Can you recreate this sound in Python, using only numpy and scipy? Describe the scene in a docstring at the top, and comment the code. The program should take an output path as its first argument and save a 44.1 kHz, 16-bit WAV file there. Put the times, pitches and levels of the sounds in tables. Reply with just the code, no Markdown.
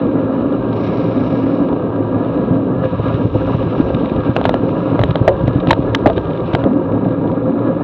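"""Racing bicycle on a wet corner

A bicycle with a camera bolted to it coasts through a wet corner, then pedals away.
Road buzz and deep frame shake drum on the camera's hollow housing, which colours the sound.
The brakes rub on the rims and the tyres throw off hissing water. Joints in the concrete
thump through the frame and make the camera mount clack, hard enough to overload the microphone."""
import sys
import numpy as np
from scipy import signal
from scipy.fft import rfft, irfft, next_fast_len
from scipy.io import wavfile
from scipy.ndimage import uniform_filter1d, map_coordinates

SR = 44100
rng = np.random.default_rng(int(sys.argv[2]) if len(sys.argv) > 2 else 0)


def unload_wav(signal):
    """Save mono or channel-first audio to the path in sys.argv[1] as 16-bit WAV at rate SR, clipped to [-1, 1]."""
    wavfile.write(
        sys.argv[1],
        SR,
        np.round(np.clip(np.atleast_2d(signal).T, -1, 1) * 32767).astype(np.int16),
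    )


N = 345303
TIME = np.arange(N) / SR


# Coarse strips of paving shake the housing harder, smooth ones less.
# Each row: time in seconds, change in dB, half the crossing time in seconds.
PAVING_STRIPS = [(1.09, 1, 0.029), (1.28, -2.5, .02), (1.372, 2.5, 0.0071), (1.42, -2, 0.018),
                 (1.73, 2.5, .02), (1.84, 0.5, 0.032), (2.52, 2, .012), (2.665, -0.5, 0.024),
                 (2.86, 6, 0.0099), (2.91, -9, 0.02), (2.937, 6.5, 0.008), (2.968, -12, 0.016),
                 (2.999, 5.5, 0.0097), (3.025, -18, 0.0084), (3.225, -1, 0.017), (3.255, 4, 0.019),
                 (3.297, -8.5, 0.025), (3.355, 7, 0.011), (3.412, 4, 0.01), (3.513, 3, 0.0074),
                 (3.55, 2, .01), (3.67, 7, 0.0085), (3.698, 3.5, .008), (3.91, -3, 0.011),
                 (4.638, 9, 0.0048), (4.93, 3.5, 0.023), (5.135, -8, .015), (5.25, 3, 0.012),
                 (5.698, 10.5, .008), (5.9, 3, 0.028), (6.165, 6, 0.01), (6.26, -1.5, .03),
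                 (6.66, 8, 0.014), (6.85, -3.5, 0.024), (6.95, 2.5, 0.045), (7.0, -6.5, 0.013),
                 (7.065, 2, 0.018), (7.16, -1.5, 0.029), (7.25, 3.5, .012), (7.7, 2.5, 0.039),
                 (7.75, -6.5, 0.013)]
def rolling(uneven, wet_db, patch_db):
    """The grain of the road shakes frame, housing and tread; uneven paving jogs them all together."""
    shudder = from_db((1.13 + 0.96 * uneven) * drift(18))
    buzz = road_buzz(shudder, uneven)
    drone = housing_drone(shudder)
    rumble = frame_rumble(shudder, uneven)
    roar = tread_roar(shudder, wet_db, patch_db)
    shaking = drone + wander(buzz, share=0.0221) + wander(rumble, share=0.04)
    return from_db(swells(PAVING_STRIPS)) * shaking + wander(roar, share=0.0202)


# The tone of the buzz. Each row: frequency in Hz, level in dB.
BUZZ_SPECTRUM = [(280, -8.5), (335, -0.5), (450, -3.5), (620, -6.5), (850, -18), (1300, -42), (2000, -66)]
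def road_buzz(shudder, uneven):
    """Fine road grain makes the housing buzz."""
    force = shudder * rush(flutter_db=1, rate=110)
    return from_db(-20.5 - 0.7 * uneven) * steady(housed(force, BUZZ_SPECTRUM), samples=4000)


# The tone of the drone. Each row: frequency in Hz, level in dB.
DRONE_SPECTRUM = [(190, -13), (230, -4.5), (262, -2), (288, 0), (330, -6), (400, -21.5), (480, -24),
                  (535, -11.5), (600, -30.5)]
# The drone is strongest on smooth asphalt. Each row: time in seconds, level in dB.
DRONE_LEVELS = [(0, -16), (0.8, -19), (1.1, -16.5), (1.7, -17), (2.2, -20), (2.55, -15.5), (2.95, -26.5),
                (3.2, -19.5), (4.9, -21), (5.3, -29.5), (6.0, -21), (6.4, -24), (7.3, -17.5), (7.83, -21.5)]
def housing_drone(shudder):
    """The hollow housing drones; the sound swells and comes in lumps."""
    level_db = curves(DRONE_LEVELS)[0] + 1.84 * drift(4.9)
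    force = shudder * rush(flutter_db=2.04, rate=9.1)
    return from_db(level_db) * steady(housed(force, DRONE_SPECTRUM), samples=4000)


# The tone of the rumble. Each row: frequency in Hz, level in dB.
RUMBLE_SPECTRUM = [(65, -9), (90, -6.5), (113, 0.5), (140, -2.5), (175, 2), (210, 0.5), (260, -16)]
def frame_rumble(shudder, uneven):
    """The shaken frame gives a low rumble that slowly swells and fades."""
    level_db = -22 - uneven + 1.4 * drift(1)
    force = shudder * rush(flutter_db=2.5, rate=9.3)
    return from_db(level_db) * steady(housed(force, RUMBLE_SPECTRUM), samples=4000)


# The tone of the roar. Each row: frequency in Hz, level in dB.
ROAR_SPECTRUM = [(450, 6), (600, -5.5), (800, -1), (1000, -4.5), (1350, -5), (1600, -11), (1950, -18),
                 (3000, -43), (4400, -53.5), (7000, -86)]
def tread_roar(shudder, wet_db, patch_db):
    """The tread roars on the road, louder where it is wetter."""
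    tread = rush(flutter_db=3.5, rate=7) + from_db(-0.5) * grains(per_s=270, spread_db=0.5)
    roar = steady(housed(np.sqrt(shudder) * tread, ROAR_SPECTRUM), samples=4000)
    return from_db(-31.5 + 0.19 * wet_db + patch_db) * roar


# A wheel drops into a joint. Each row: start in seconds, level in dB, hardness in dB per octave.
JOINT_HITS = [(2.507, -3, -12), (3.142, -1, -0.5), (3.249, -3.5, -1), (3.349, -4.5, 6), (3.545, 2, -16),
              (3.661, -2, 0.5), (3.798, -8, 17), (3.945, -2.5, -10), (4.114, -5.5, 10), (4.29, 1.5, 2),
              (5, 2, -3), (5.09, 0, -4.5), (5.108, 1, -5), (5.21, 3.5, 2.5), (5.434, 0.5, 2.5),
              (5.474, 3.5, -1), (5.554, 4, 3.5), (5.6765, 0.5, 7), (5.788, -2.5, 7), (6.06, -1, 12),
              (6.537, 2, 1), (6.638, -1, 2), (6.942, -11, 11)]
# The bicycle's low tones. Each row: pitch in Hz, level in dB, ring time in seconds.
FRAME_TONES = [(55.6, -24, 0.015), (122.7, 1.5, 0.05), (277.4, -2, 0.036)]
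def bumps(push_s):
    """A tyre's soft push makes the bicycle thump; a harder edge favours the higher tones."""
    out = np.zeros(N)
    middle_hz = FRAME_TONES[1][0]
    for start, db, hardness in JOINT_HITS:
        for hz, tone_db, ring_s in FRAME_TONES:
            tilt_db = hardness * np.log2(hz / middle_hz)
            add(out, start, from_db(db + tone_db + tilt_db) * ring(hz, ring_s, push_s))
    return out


# The loose mount strikes. Each row: start in seconds, knock level in dB, knock pitch in Hz,
# crack level in dB, grinding time in seconds, time for the chatter to fade in seconds.
MOUNT_HITS = [(4.3644, 3, 645, -1, 0.00078, 0.016), (4.3708, -10, 700, -20, .0004, 0.0055),
              (4.4136, -1, 640, -17, .0004, .006), (4.4532, 5, 666, -2, 0.0011, 0.038),
              (4.4931, 5, 620, -5.5, 0.00043, 0.011), (4.5418, 3.5, 630, -13, .0004, .006),
              (4.9923, 1.5, 574, -10.5, 0.0009, 0.026), (5.0146, -4, 566, -14.5, .0005, 0.0032),
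              (5.0362, 2, 594, -2, 0.0012, 0.0066), (5.1564, -0.5, 560, -6, .0006, 0.0071),
              (5.279, -7, 600, -12, .002, 0.02), (5.2815, -9, 600, -9.5, 0.0015, 0.034),
              (5.2895, 0, 600, -14, 0.0011, .014), (5.4797, 2, 560, -25, 0.00044, 0.0053),
              (5.672, -4.5, 600, -10, .0005, 0.015), (5.7066, -8, 920, 5.5, 0.0026, 0.013),
              (5.7095, -3, 900, 5.5, 0.0011, 0.023), (5.7305, 2.5, 614, -2, .0006, 0.0144),
              (5.9478, -4, 605, 5.5, 0.0023, .01), (5.9511, -9, 900, -10.5, .0005, 0.012),
              (6.0605, 1, 660, -13, .0015, 0.018), (6.064, 6, 680, -9.5, .002, 0.15),
              (6.0724, 6.5, 600, -17.5, .001, 0.014), (6.0996, -15, 650, -11.5, .001, .014),
              (6.1788, -7.5, 605, -11, 0.00064, 0.012), (6.5331, -5, 596, -9.5, 0.0053, 0.019),
              (6.55, 4, 720, -2.5, 0.0004, 0.013), (6.6394, -3.5, 554, -14.5, .0006, 0.0064)]
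# The tone of a crack. Each row: frequency in Hz, level in dB.
CRACK_SPECTRUM = [(400, 4.5), (950, 8), (1700, 10), (2300, 5), (3200, 5), (4100, -6.5), (5000, -18.5),
                  (6300, -26.5), (7500, -43), (16000, -38)]
# Where the plastic mount resonates. Each row: frequency in Hz, width in Hz, boost in dB.
PLASTIC_RESONANCES = [(912, 51, 15), (1640, 160, 0.5), (2270, 170, 0), (3880, 580, 9.5), (5970, 280, 3.5)]
def clacks(ring_s, contact_s, chatter_db):
    """Each hit is a dead knock and a gritty crack, which reaches the microphone through solid plastic."""
    knocks, cracks = np.zeros(N), np.zeros(N)
    for start, knock_db, hz, crack_db, grind_s, fade_s in MOUNT_HITS:
        add(knocks, start, -from_db(knock_db) * ring(hz, ring_s, contact_s))
        crack = from_db(chatter_db) * chatter(fade_s, grind_s, grit_db=0.5)
        crack[0] = -1   # the sharp first touch
        top_hz = np.clip(8500 * 2 ** (crack_db / 21.5), SR / 20, SR / 3)   # gentler blows are duller
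        crack = signal.sosfilt(signal.butter(1, top_hz, fs=SR, output="sos"), crack)
        add(cracks, start + 2 * contact_s, from_db(crack_db) * unit_blow(crack))
    return knocks + housed(cracks, CRACK_SPECTRUM, resonances=PLASTIC_RESONANCES)


# Jolts to the mount. Each row: start in seconds, level in dB, pitch in Hz, ring time in seconds.
MOUNT_JOLTS = [(2.927, -28, 543, 0.05), (2.995, -17.5, 540, 0.1), (3.903, -11, 522, 0.093),
               (5.278, 3.5, 625, 0.064), (5.288, -7, 548, 0.31), (5.7085, 2, 923, 0.02),
               (5.7135, -9, 540, 0.064), (6.059, 0.5, 688, 0.046), (6.07, -8.5, 609, 0.21),
               (6.099, -6.5, 655, 0.094), (6.942, -19, 570, 0.04), (7.061, -12, 560, 0.036)]
# The mount's tones. Each row: multiple of the jolt's pitch, level in dB, share of its ring time.
MOUNT_TONES = [(0.681, 1, 0.43), (1.003, 7, 0.51), (1.299, -8.5, 0.43), (1.52, -9, 0.2), (1.84, -11, .45),
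               (3.08, -23, 0.21)]
def jolts(contact_s, rough_db, waver):
    """Blows leave the mount ringing; it is loose, so the ring is rough and unsteady in pitch."""
    out = np.zeros(N)
    for start, db, hz, ring_s in MOUNT_JOLTS:
        for ratio, tone_db, share in MOUNT_TONES:
            add(out, start, -from_db(db + tone_db) * ring(hz * ratio, ring_s * share, contact_s))
    return wander(out, share=waver, rate=90, settle_per_s=150) * from_db(rough_db * drift(160))


# Blows that reach a small metal part. Each row: start in seconds, level in dB.
METAL_HITS = [(4.355, -38), (4.543, -31), (4.689, -49), (5.672, -42), (5.7078, -25), (5.9494, -7),
              (6.129, -42)]
# That part's tones. Each row: pitch in Hz, level in dB, ring time in seconds.
METAL_TONES = [(4650, -1, 0.005), (5370, -3.5, 0.0062), (5920, -5, 0.0055)]
def pings(contact_s):
    """A small metal part adds a short, bright ring to some blows."""
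    out = np.zeros(N)
    for start, db in METAL_HITS:
        for hz, tone_db, ring_s in METAL_TONES:
            add(out, start, from_db(db + tone_db) * ring(hz, ring_s, contact_s))
    return out


# The course of the groan. Each row: time in seconds, pitch in Hz, level in dB.
GROAN_SLIDE = [(6.635, 235, -54), (6.655, 247, -13), (6.70, 237, -10), (6.73, 273, -10.5), (6.76, 287, -11),
               (6.80, 328.5, -20), (6.83, 350, -24), (6.87, 356, -65)]
def groan(waver, overtone_db):
    """A rough, low tone throbs and slides upward as the pedalling starts."""
    hz, db = curves(GROAN_SLIDE)
    phase = phase_of(hz * (1 + waver * drift(61)))
    tone = np.sin(phase) + from_db(overtone_db) * np.sin(2 * phase)
    throb_hz = 42 * (1 + 0.2 * drift(20))
    throb = 1 + 0.65 * np.sin(phase_of(throb_hz))
    sounding = (TIME > GROAN_SLIDE[0][0]) & (TIME < GROAN_SLIDE[-1][0])
    return sounding * from_db(db) * throb * tone


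# The tone of the deep frame shake. Each row: frequency in Hz, level in dB.
SHAKE_SPECTRUM = [(30, -16.5), (42, -8.5), (75, -3), (115, -15), (200, -23), (500, -23)]
def deep_frame_shake(uneven):
    """The frame shakes with a low, fluttering rumble that grows over uneven paving."""
    shake = housed(rush(flutter_db=9, rate=4.6), SHAKE_SPECTRUM)
    return from_db(-35 + 9.5 * uneven) * steady(shake, samples=6000)


# The tones of the hiss and of the mist. Each row: frequency in Hz, level in dB.
HISS_SPECTRUM = [(1400, -6), (2000, -3), (2800, 6), (3400, -3), (4000, -5.5), (4500, -14.5), (5500, -20),
                 (6500, -32), (8000, -40), (16000, -59.5)]
MIST_SPECTRUM = [(4500, -3.5), (5600, -2), (6200, -8), (6900, -19.5)]
# Mist sizzles where the water lies deeper. Each row: time in seconds, level in dB.
MIST_LEVELS = [(0, -90.5), (2.8, -83.5), (3.12, -67), (3.27, -69), (3.5, -64.5), (3.7, -71), (3.82, -62),
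               (4.05, -74.5), (4.55, -79), (4.72, -69), (4.88, -70), (5.3, -79.5), (6.1, -70.5),
               (6.7, -78.5), (7.05, -77), (7.18, -82), (7.3, -74), (7.45, -85)]
def wet_tyres(hiss_db):
    """Water tears off the tread as hiss and mist; bigger drops crackle on the housing."""
    water = rush(flutter_db=4.5, rate=7.1) + from_db(-6) * grains(per_s=1400, spread_db=0)
    hiss = steady(housed(water, HISS_SPECTRUM), samples=3000)
    drops = unit_level(housed(grains(per_s=27, spread_db=1.5), TICK_SPECTRUM, colour=0.6))
    mist = steady(housed(rush(flutter_db=3, rate=35), MIST_SPECTRUM), samples=3000)
    return from_db(hiss_db) * (hiss + from_db(-10.5) * drops) + from_db(curves(MIST_LEVELS)[0]) * mist


# Braking before the corner. Each row: time in seconds, level in dB.
BRAKE_LEVELS = [(0.705, -83), (0.725, -48), (0.75, -49), (0.81, -44), (0.86, -39), (0.9, -44), (1.0, -42.5),
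                (1.12, -46), (1.3, -44.5), (1.56, -48.5), (1.68, -57), (1.76, -99)]
# The tone of the rubbing. Each row: frequency in Hz, level in dB.
BRAKE_SPECTRUM = [(1600, -4), (2200, 5.5), (3000, -0.5), (3900, -4), (4500, -8.5), (5300, -8),
                  (6100, -16.5), (7000, -36), (10000, -53)]
def brakes():
    """Pads grind water and grit along the rims, juddering as they grab and let go."""
    judder_hz = 27 * (1 + 0.13 * drift(7.2))
    level_db = curves(BRAKE_LEVELS)[0] + 1.5 * np.sin(phase_of(judder_hz))
    grit = rush(flutter_db=2, rate=60) + from_db(0.5) * grains(per_s=910, spread_db=3.5)
    return from_db(level_db) * steady(housed(grit, BRAKE_SPECTRUM), samples=1500)


# Cables, chain and thrown grit tap the frame. Each row: start in seconds, level in dB.
FRAME_TAPS = [(0.348, -29), (0.726, -18.5), (1.177, -19), (1.684, -20), (1.727, -21.5), (2.245, -22.5),
              (2.374, -24.5), (3.14, -18), (3.626, -16), (3.808, -20), (3.945, -9), (4.0535, -14),
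              (4.092, -16.5), (4.16, -18), (4.355, -19), (4.4407, -9.5), (4.688, -18), (5.107, -8),
              (5.471, -16), (5.6, -14), (5.6838, -11), (5.691, -6.5), (6.128, -18), (6.161, -17),
              (6.169, -12.5), (6.248, -19), (6.303, -18), (6.332, -20), (6.374, -19), (6.401, -20),
              (6.729, -24), (6.918, -23.5), (7.045, -23.5), (7.087, -26), (7.109, -27), (7.271, -24.5),
              (7.315, -24), (7.589, -27)]
# The tone of ticks, taps and drops. Each row: frequency in Hz, level in dB.
TICK_SPECTRUM = [(600, -11.5), (1200, -3), (2500, 2), (3700, 2), (4600, -15.5), (6000, -30), (8000, -46)]
def rattle(uneven):
    """Loose cables and chain tick, louder over rough paving, with clearer taps in between."""
    ticks = unit_level(housed(grains(per_s=300, spread_db=2), TICK_SPECTRUM, colour=0.4))
    taps = np.zeros(N)
    for start, db in FRAME_TAPS:
        add(taps, start, from_db(db) * unit_blow(chatter(fade_s=0.015, grind_s=0.0039, grit_db=12.5)))
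    return from_db(-60.5 + 9.5 * uneven) * ticks + housed(taps, TICK_SPECTRUM, colour=0.58)


# The chain runs while the rider pedals. Each row: time in seconds, level in dB.
CHAIN_LEVELS = [(0, -49.5), (0.55, -62), (0.85, -83), (6.7, -83), (7.0, -53), (7.83, -54)]
# The tone of its whirr. Each row: frequency in Hz, level in dB.
CHAIN_SPECTRUM = [(1500, -6), (2300, 3.5), (3000, -5), (3900, -5.5), (4500, -23.5)]
def chain():
    """Wet links run onto the teeth in a dense, soft whirr."""
    links = housed(grains(per_s=4500, spread_db=3.5), CHAIN_SPECTRUM)
    return from_db(curves(CHAIN_LEVELS)[0]) * steady(links, samples=3000)


# Where the housing resonates. Each row: frequency in Hz, width in Hz, boost or cut in dB.
HOUSING_RESONANCES = [(112.8, 19, 14), (165.6, 56, 10.5), (272.8, 42, 7.5), (417.4, 15, 3.5),
                      (438, 13, -1.5), (522, 25, 9.5), (964, 57, 11.5), (1134, 13, -8.5), (1146, 170, 10),
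                      (1317, 370, 7), (1514, 65, -15), (1629, 130, 13), (2370, 440, 6), (2870, 130, 4),
                      (3840, 470, 9), (5500, 120, 3.5)]
def housed(force, spectrum, colour=1, resonances=HOUSING_RESONANCES):
    """Shape a force by a spectrum and by resonances; colour sets how strong the resonances are."""
    size = 2 * next_fast_len(N // 2 + SR // 4)
    hz = np.maximum(np.arange(size // 2 + 1) * SR / size, 1)
    points, levels = np.transpose(spectrum)
    octaves_outside = np.abs(np.log2(hz / np.clip(hz, points[0], points[-1])))
    db = np.interp(np.log(hz), np.log(points), levels) - 30 * octaves_outside
    for centre, width, peak_db in resonances:
        db = db + colour * peak_db / (1 + (2 * (hz - centre) / width) ** 2)
    cepstrum = irfft(np.log(from_db(db)))   # folded below, so nothing rings before it is struck
    cepstrum[1:size // 2] *= 2
    cepstrum[size // 2 + 1:] = 0
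    return irfft(rfft(force, size) * np.exp(rfft(cepstrum)))[:N]


def ring(hz, ring_s, contact_s):
    """A struck tone builds up over the contact time and fades by 60 dB over the ring time."""
    t = TIME[:SR // 4]
    attack = 1 - np.exp(-(t / contact_s) ** 2)
    return np.sin(2 * np.pi * hz * t) * from_db(-60 * t / ring_s) * attack


def chatter(fade_s, grind_s, grit_db):
    """Two parts grind for an instant, then chatter in ever smaller, uneven touches."""
    t = TIME[:SR // 20]
    touches = np.interp(t, np.linspace(0, t[-1], 60), rng.standard_normal(60))
    grit = from_db(grit_db * touches * (t > grind_s))
    fade = from_db(-60 * np.maximum(t - grind_s, 0) / fade_s)
    return rng.standard_normal(len(t)) * grit * fade


def rush(flutter_db, rate):
    """Noise whose strength flutters."""
    return rng.standard_normal(N) * from_db(flutter_db * drift(rate))


def grains(per_s, spread_db):
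    """Tiny random impacts; more spread makes a few of them stand out."""
    sizes = from_db(spread_db * np.minimum(rng.exponential(1, N), 4)) * rng.choice([-1, 1], N)
    return unit_level(sizes * (rng.random(N) < per_s / SR))


def drift(rate):
    """A smooth random wobble of typical size 1, mostly slower than the rate in Hz."""
    pole = np.exp(-80 * np.pi * rate / SR)
    noise = rng.standard_normal(N // 40 + 2002)
    slow = signal.lfilter([1], [1, -2 * pole, pole * pole], noise)[2000:]
    return np.interp(np.arange(N) / 40, np.arange(len(slow)), unit_level(slow))


def wander(x, share, rate=4, settle_per_s=5):
    """Make the pitch waver by about this share, by running the sound faster and slower."""
    offset = signal.lfilter([1], [1, -(1 - settle_per_s / SR)], share * drift(rate))
    return map_coordinates(x, [np.arange(N) + offset], order=3, mode="mirror")


def swells(rows):
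    """Level change in dB as short stretches of road pass."""
    return sum(db * np.exp(-((TIME - middle) / half_s) ** 2) for middle, db, half_s in rows)


def curves(rows):
    """Join a table's points in time with straight lines, one curve per value column."""
    times, *columns = np.transpose(rows)
    return [np.interp(TIME, times, column) for column in columns]


def add(out, start, sound):
    """Mix in a short sound at a start time in seconds."""
    at = int(start * SR)
    out[at:at + len(sound)] += sound[:N - at]


def steady(x, samples):
    """Hold the level near 1 over every stretch of this many samples."""
    return x / np.sqrt(uniform_filter1d(uniform_filter1d(x ** 2, samples), samples) + 1e-12)


def unit_blow(contact):
    """Scale a contact to an energy of 1 in the band where it is heard."""
    band = signal.butter(2, [1500, 4500], "band", fs=SR, output="sos")
    return contact / np.linalg.norm(signal.sosfilt(band, contact))


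def unit_level(x):
    return x / np.sqrt(np.mean(x ** 2) + 1e-20)


def phase_of(hz):
    return 2 * np.pi * np.cumsum(hz) / SR


def from_db(db):
    return 10 ** (np.asarray(db) / 20)


def gain_control(x, limit_db, sense_s, recover_db_per_s):
    """The camera turns itself down just after a loud blow and climbs back at a steady rate."""
    pole = np.exp(-1 / (sense_s * SR))
    level_db = 10 * np.log10(signal.lfilter([1 - pole], [1, -pole], x ** 2) + 1e-12)
    excess_db = np.maximum(level_db - limit_db, 0)
    climb_db = recover_db_per_s * TIME
    duck_db = np.maximum.accumulate(excess_db + climb_db, axis=-1) - climb_db
    return x * from_db(-signal.lfilter([1 - pole], [1, -pole], duck_db))


# Asphalt, jointed concrete, then asphalt again. Each row: time in seconds, unevenness (0 is smooth).
UNEVENNESS = [(0, 0.1), (0.9, 0.3), (2.65, 0.2), (2.95, 0.9), (4.0, 1.2), (4.5, 1), (4.66, 0.04), (4.88, 0),
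              (5.02, 1.3), (6.3, 1), (6.6, 0.1), (7.1, 0.2), (7.83, 0.01)]
# Water thrown off the tyres. Each row: time in seconds, hiss level in dB.
SPRAY_LEVELS = [(0, -50), (0.6, -48), (1.6, -48.5), (2.0, -52), (2.35, -47), (2.74, -52.5), (2.86, -46.5),
                (3.15, -45), (3.5, -44), (4.0, -45.5), (4.8, -46), (5.3, -48.5), (6.3, -51.5),
                (6.55, -41.5), (6.7, -52.5), (7.3, -56.5), (7.45, -57), (7.83, -53.5)]
# Wetter and drier patches pass under the tyres.
# Each row: time in seconds, change of the tread roar in dB, half the crossing time in seconds.
WET_PATCHES = [(2.68, -1, 0.14), (2.848, 8, 0.016), (3.09, 6, .04), (3.15, 2.5, 0.015), (3.28, -6, 0.049),
               (3.53, 3, 0.037), (3.8, 2, 0.025), (4.26, 4.5, .025), (4.94, 3, 0.11), (7.67, 3.5, .05)]
def scene():
    """The road's unevenness and wetness drive the steady sounds; joints add the blows."""
    uneven, = curves(UNEVENNESS)
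    spray_db, = curves(SPRAY_LEVELS)
    patch_db = swells(WET_PATCHES)
    tyres = rolling(uneven, spray_db - spray_db.mean(), patch_db)
    tyres += wet_tyres(spray_db + 0.86 * patch_db)
    mount = clacks(ring_s=0.011, contact_s=0.00018, chatter_db=-10)
    mount += jolts(contact_s=0.00074, rough_db=1, waver=0.063)
    mount += pings(contact_s=0.00045)
    background = rattle(uneven) + deep_frame_shake(uneven) + chain() + brakes()
    mix = tyres + bumps(push_s=0.0033) + mount + groan(waver=0.06, overtone_db=-20.5) + background
    return mix[None]


def record(dry):
    """The camera drops the deepest rumble, ducks after blows, squashes peaks and cuts the top treble."""
    low_cut = signal.butter(2, 32, "high", fs=SR, output="sos")
    high_cut = signal.cheby2(12, 70, 18000, fs=SR, output="sos")
    ducked = gain_control(signal.sosfilt(low_cut, dry), limit_db=-8.5, sense_s=0.029, recover_db_per_s=51)
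    squashed = ducked / (1 + ducked ** 10) ** (1 / 10)
    return signal.sosfilt(high_cut, squashed)


dry = scene()
out = record(dry)
unload_wav(out)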